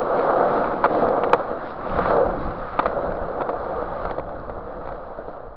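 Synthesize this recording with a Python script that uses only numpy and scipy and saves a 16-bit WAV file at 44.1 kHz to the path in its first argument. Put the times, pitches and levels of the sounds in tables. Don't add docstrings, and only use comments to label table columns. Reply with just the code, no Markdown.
import sys
import numpy as np
from scipy import signal
from scipy.fft import rfft, irfft, next_fast_len
from scipy.io import wavfile
from scipy.ndimage import uniform_filter1d, map_coordinates

SR = 44100
rng = np.random.default_rng(int(sys.argv[2]) if len(sys.argv) > 2 else 0)


def to_wav(s):
    ch = np.atleast_2d(s).T
    pcm = np.round(np.clip(ch, -1, 1) * 32767)
    wavfile.write(sys.argv[1], SR, pcm.astype(np.int16))


N = 245195


def amp(db):
    return 10 ** (np.asarray(db) / 20)


def unit(x):
    return x / np.sqrt(np.mean(x ** 2) + 1e-20)


def along(points, hz):
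    f, v = np.transpose(points)
    return np.interp(np.log(hz + 1), np.log(f + 1), v)


def curves(rows):
    s, *columns = np.transpose(rows)
    t = np.arange(N) / SR
    return [np.interp(t, s, column) for column in columns]


def swells(rows):
    t = np.arange(N) / SR
    return sum(db * np.exp(-((t - s) / half) ** 2) for s, half, db in rows)


def wobble(rate):
    knots = rng.standard_normal(int(N * rate / SR) + 4)
    return map_coordinates(knots, [np.arange(N) * rate / SR])


def filtered(x, response):
    size = next_fast_len(x.shape[-1] + 8192)
    spectrum = rfft(x, size) * response(np.fft.rfftfreq(size, 1 / SR))
    return irfft(spectrum, size)[..., :x.shape[-1]]


def below(hz, edge_hz):
    return 1 / (1 + (hz / edge_hz) ** 8)


def bands(x, edges_hz):
    lows = [filtered(x, lambda hz: below(hz, edge)) for edge in edges_hz]
    return np.diff([0 * x, *lows, x], axis=0)


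# t/s, level/dB
WIND = [(0, -42), (.34, -46), (1.0, -41.5), (1.7, -46.5), (2.1, -33), (2.75, -39.5), (3.6, -42), (4.6, -37),
        (5.25, -47)]
# t/s, swell level/dB
GUSTS = [(0.699, 11), (1.08, 5), (1.33, 6.5), (1.531, 4), (1.919, 10.5), (2.0, 11.5), (2.301, 8.5),
         (2.49, 13), (2.58, 4.5), (2.88, 2.5), (3.099, 10.5), (3.23, 12), (3.589, 5), (3.78, 6.5),
         (3.92, 7), (4.06, 6.5), (4.23, 3), (4.379, 2), (4.799, 3), (4.91, 5.5), (5.5, 5)]
GUST_S = .045
# f/Hz, level/dB per Hz
BUFFET = [(7.1, -40.5), (12, 5.5), (38, -1.5), (151, -11.5), (190, -8), (250, -38), (420, -120)]


def wind():
    rumble = filtered(rng.standard_normal(N), lambda hz: amp(along(BUFFET, hz)))
    lumpy = amp(1.6 * wobble(16)) * rumble
    puffs_db = swells([(s, GUST_S, db) for s, db in GUSTS])
    return amp(curves(WIND)[0] + puffs_db) * unit(lumpy)


# t/s, peak level/dB, pitch f/Hz
GRAINS = [(0.0179, -34, 2400), (0.195, -31, 2300), (0.4844, -39, 2470), (0.6438, -32, 2410),
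          (1.0882, -35, 4300), (1.237, -25, 2870), (1.296, -34, 2920), (1.333, -17.5, 2750),
          (1.8962, -31.5, 2550), (2.586, -43, 4200), (2.792, -18, 2400), (2.7945, -27, 3400),
          (3.105, -41, 2410), (3.491, -40, 2800), (3.7632, -43, 3180), (4.053, -35.5, 3780),
          (4.11, -32.5, 3300), (4.198, -32, 2200), (4.292, -46, 3400), (4.4, -45, 4110),
          (4.8774, -50, 2490)]
SNAP_CYCLES = 1.1


def ticks():
    out, t = np.zeros(N + SR), np.arange(256) / SR
    for s, db, hz in GRAINS:
        age = t * hz / SNAP_CYCLES
        click = np.sin(2 * np.pi * hz * t) * age * np.exp(1 - age)
        out[round(s * SR):][:len(t)] += amp(db - 1.5) * click
    return out[:N]


# f/Hz, level/dB per Hz
BOARD = [(59, -50), (100, -21.5), (259, -10), (356, -7), (421, -7), (473, 2), (550, 2.5), (719, -1.5),
         (1000, -9), (1190, -4), (1800, -27), (2030, -30), (2880, -37.5), (3950, -37.5), (5430, -49),
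         (7060, -85.5), (11900, -120)]
# f/Hz, width/Hz, level/dB
RINGS = [(514, 64, 1.5), (620, 29, -3), (700, 85, 1.5), (1156, 270, -3.5), (1520, 570, 1.5),
         (2440, 490, -2), (3330, 130, 3), (4060, 750, 4.5)]


def knock():
    size = 8192
    hz = np.fft.rfftfreq(size, 1 / SR)
    rings_db = sum(db / (1 + (2 * (hz - centre) / width) ** 2) for centre, width, db in RINGS)
    cepstrum = irfft(np.log(amp(along(BOARD, hz) + rings_db) + 1e-6), size)
    cepstrum[1:size // 2] *= 2
    cepstrum[size // 2 + 1:] = 0
    return irfft(np.exp(rfft(cepstrum)), size)[:size // 2]


# t/s, peak level/dB, hardness/dB, flight/s, far edge over the first/dB
JOINTS = [(.173, -17, -3.5, 0.02, 9), (0.8409, -8.5, 8, .007, -2.5), (1.021, -1, -29, .015, -2),
          (1.235, -14, 5.5, .008, -0.5), (1.3322, 1, 1, 0.0046, -10), (2.195, -28, 1, .019, -2),
          (2.7909, -9.5, 8, .004, -0.5), (2.857, -9, 3, .006, -1), (3.408, -13, 0, 0.0094, 1),
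          (3.4908, -13, 0, .006, -4), (4.098, -25.5, 7.5, .013, 6), (4.183, -9.5, -8.5, 0.013, -5.5),
          (4.855, -22, -2, 0.018, 3), (5.187, -15.5, -15, 0.01, -9), (5.283, -14.5, -20, 0.0077, -3),
          (5.368, -22.5, -14, 0.034, -0.5)]
# t/s, peak level/dB, hardness/dB
STONES = [(.012, -18, -1), (0.406, -8.5, -17), (0.576, -21.5, 8), (.642, -20.5, 6), (0.8573, -5.5, 0),
          (.949, -12.5, 0.5), (1.086, -17, -2.5), (1.296, -31.5, 16), (1.344, -7, -2), (1.395, -12, -11.5),
          (1.987, -9.5, 0.5), (2.057, -17, 9.5), (2.106, -11.5, 2), (2.166, -13, -3.5), (2.266, -6.5, -20),
          (2.587, -27, -8), (2.828, -17, 2), (3.12, -15.5, -1.5), (3.169, -17, -7), (3.825, -9, -23),
          (4.052, -14, 2.5), (4.291, -37.5, 12), (4.496, -15.5, -5.5), (4.815, -23.5, -10),
          (4.888, -23, 1.5), (4.921, -22, 1)]
# level relative to the blow's peak level/dB, share of hardness followed
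BLOW = [
    (-16, .1),
    (-4.5, 0.17),
    (-6.5, 0.9),
    (-23.5, 1),
    (-32, .7),
]
# f/Hz, level/dB, 60 dB decay time/s before the cap AXLE_LONGEST_S
AXLE = [
    (922, 1.5, 0.062),
    (1344, -1.5, 0.072),
    (2266, -19, 0.1),
]
AXLE_DB, AXLE_FOLLOWS, AXLE_LONGEST_S = -9, 0.98, 0.025
# f/Hz, level/dB per Hz
CRACK = [(1120, -31), (1900, 0.5), (2020, -4.5), (2880, -17.5), (3480, -12.5), (4340, -15.5), (5430, -42),
         (7060, -75.5), (11900, -120)]
RISE_S, CRUSH_S, REBOUNDS_S = .0012, .0035, .0045
THUD_HZ, DECK_HZ, TRUCK_HZ, HISS_HZ = 352, 928, 1780, 2770


def joints(tap):
    lead = 256
    out, t = np.zeros(N + SR), (np.arange(4096) - lead) / SR
    near_edges = [row[:3] for row in JOINTS]
    far_edges = [(s + flight, db + far_db, hard) for s, db, hard, flight, far_db in JOINTS]
    hits = [*near_edges, *far_edges, *STONES]
    draws = rng.standard_normal((len(hits), 2, len(t)))
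    share_db, follows = np.transpose([*BLOW, (AXLE_DB, AXLE_FOLLOWS)])
    after = np.maximum(t, 0)
    rise = 1 - np.exp(-after / RISE_S)
    for (s, db, hard_db), (size, pick) in zip(hits, draws):
        blows = size * (pick > 1.6) * (t >= 0) * np.exp(-(t / REBOUNDS_S) ** 2)
        blows[lead] = 1.0
        board = bands(signal.fftconvolve(blows, tap)[:len(t)], [THUD_HZ, DECK_HZ, TRUCK_HZ])

        grit = size * rise * (np.exp(-after / CRUSH_S) + 0.14 * np.exp(-after / 0.0083))
        crushed = bands(filtered(grit, lambda hz: amp(along(CRACK, hz))), [HISS_HZ])

        ring = 0
        for (hz, level, t60), r in zip(AXLE, pick):
            decay_db = 60 * after / min(t60, AXLE_LONGEST_S)
            ring = ring + amp(level + 2 * r - decay_db) * np.sin(2 * np.pi * hz * after)

        parts = np.vstack([board[:-1], crushed, rise * ring])
        gains = amp(db + share_db + follows * hard_db) / np.abs(parts).max(axis=1)
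        out[round(s * SR):][:len(t)] += gains @ parts
    return out[lead:N + lead]


def patches(x, patchy_db):
    z = signal.stft(x, nperseg=1024)[2]
    field = uniform_filter1d(rng.standard_normal(z.shape), size=10, axis=0)
    field = uniform_filter1d(field, size=4, axis=1)
    return signal.istft(z * amp(patchy_db * unit(field)), nperseg=1024)[1][:N]


# t/s, wheel load as heard at the distance level/dB, sand under the wheels level/dB
ROLL = [(0, -22, -55), (.42, -18, -49.5), (.8, -26.5, -51.5), (1.05, -18.5, -54), (1.33, -24.5, -55),
        (1.76, -35.5, -56.5), (2.03, -25, -42.5), (2.14, -14.5, -51.5), (2.32, -24.5, -57),
        (2.42, -34, -56), (2.78, -33.5, -50), (2.99, -23, -57.5), (3.16, -30.5, -57), (3.56, -26.5, -59),
        (4.05, -29.5, -54), (4.25, -35, -64.5), (5.14, -35.5, -64), (5.56, -42, -72.5)]
# t/s, half length/s, swell level/dB
SCUFFS = [(.2, 0.088, 3), (.57, .07, 2), (.97, 0.094, 3.5), (1.4, 0.044, 2), (1.69, 0.061, 5),
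          (1.93, 0.064, 1.5), (2.1, .06, 2), (2.43, 0.071, 3.5), (3.6, 0.14, 0.5), (4.4, 0.12, 0.5),
          (4.9, 0.079, 1.5), (5.3, 0.056, 2)]
# t/s, level/dB
WEIGHT = [(0, -0.5), (.5, 1.5), (.9, 5.5), (1.2, 2.5), (1.4, 0.5), (1.9, 3), (2.1, -2), (2.4, 10.5),
          (2.7, -3.5), (2.95, 4), (3.15, -2.5), (3.34, 3.5), (3.65, -4.5), (4.0, -5.5), (4.14, 1), (4.5, 1),
          (5.0, -1), (5.42, -5)]
# mean level/dB, then shares of load, sand, scuffs and weight followed
LAYERS = [
    (-40.5, 0.54, 0.21, 0.26, 1),
    (-30.5, 0.89, 0.045, 0.027, 0.19),
    (-36.5, 0.44, 0.44, 0.38, 0),
    (-56.5, 0.096, 1, 1.2, 0),
    (-64.5, 0.22, 0.63, 1.7, 0),
]


def rolling(tap):
    chance, size = rng.random(N), rng.standard_normal(N)
    pebbles = (chance < 500 / SR) * np.clip(size, -2.5, 2.5)
    force = rng.standard_normal(N) + 0.45 * unit(pebbles)
    force = force * amp(.2 * wobble(14) + .5 * wobble(45))
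    body = signal.fftconvolve(patches(force, patchy_db=1.25), tap)[:N]
    parts = bands(body, [THUD_HZ, DECK_HZ, TRUCK_HZ, HISS_HZ])

    load, sand = [curve - curve.mean() for curve in curves(ROLL)]
    scuff = swells(SCUFFS)
    weight = curves(WEIGHT)[0]
    out = np.zeros(N)
    for (db, by_load, by_sand, by_scuff, by_weight), part in zip(LAYERS, parts):
        level_db = db + by_load * load + by_sand * sand + by_scuff * scuff + by_weight * weight
        out += amp(level_db) * unit(part)
    return out


def scene():
    tap = knock()
    return (rolling(tap) + joints(tap) + ticks() + wind())[None]


TOP_HZ = 5750


def record(dry):
    x = dry / (1 + np.abs(dry / .8) ** 5) ** (1 / 5)
    x = filtered(x, lambda hz: 1 / (1 + (hz / TOP_HZ) ** 24)) + .006
    x[:, :3] -= amp(-25)
    return np.clip(x, -.705, .711) + amp(-101) * rng.standard_normal(dry.shape)


dry = scene()
out = record(dry)
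to_wav(out)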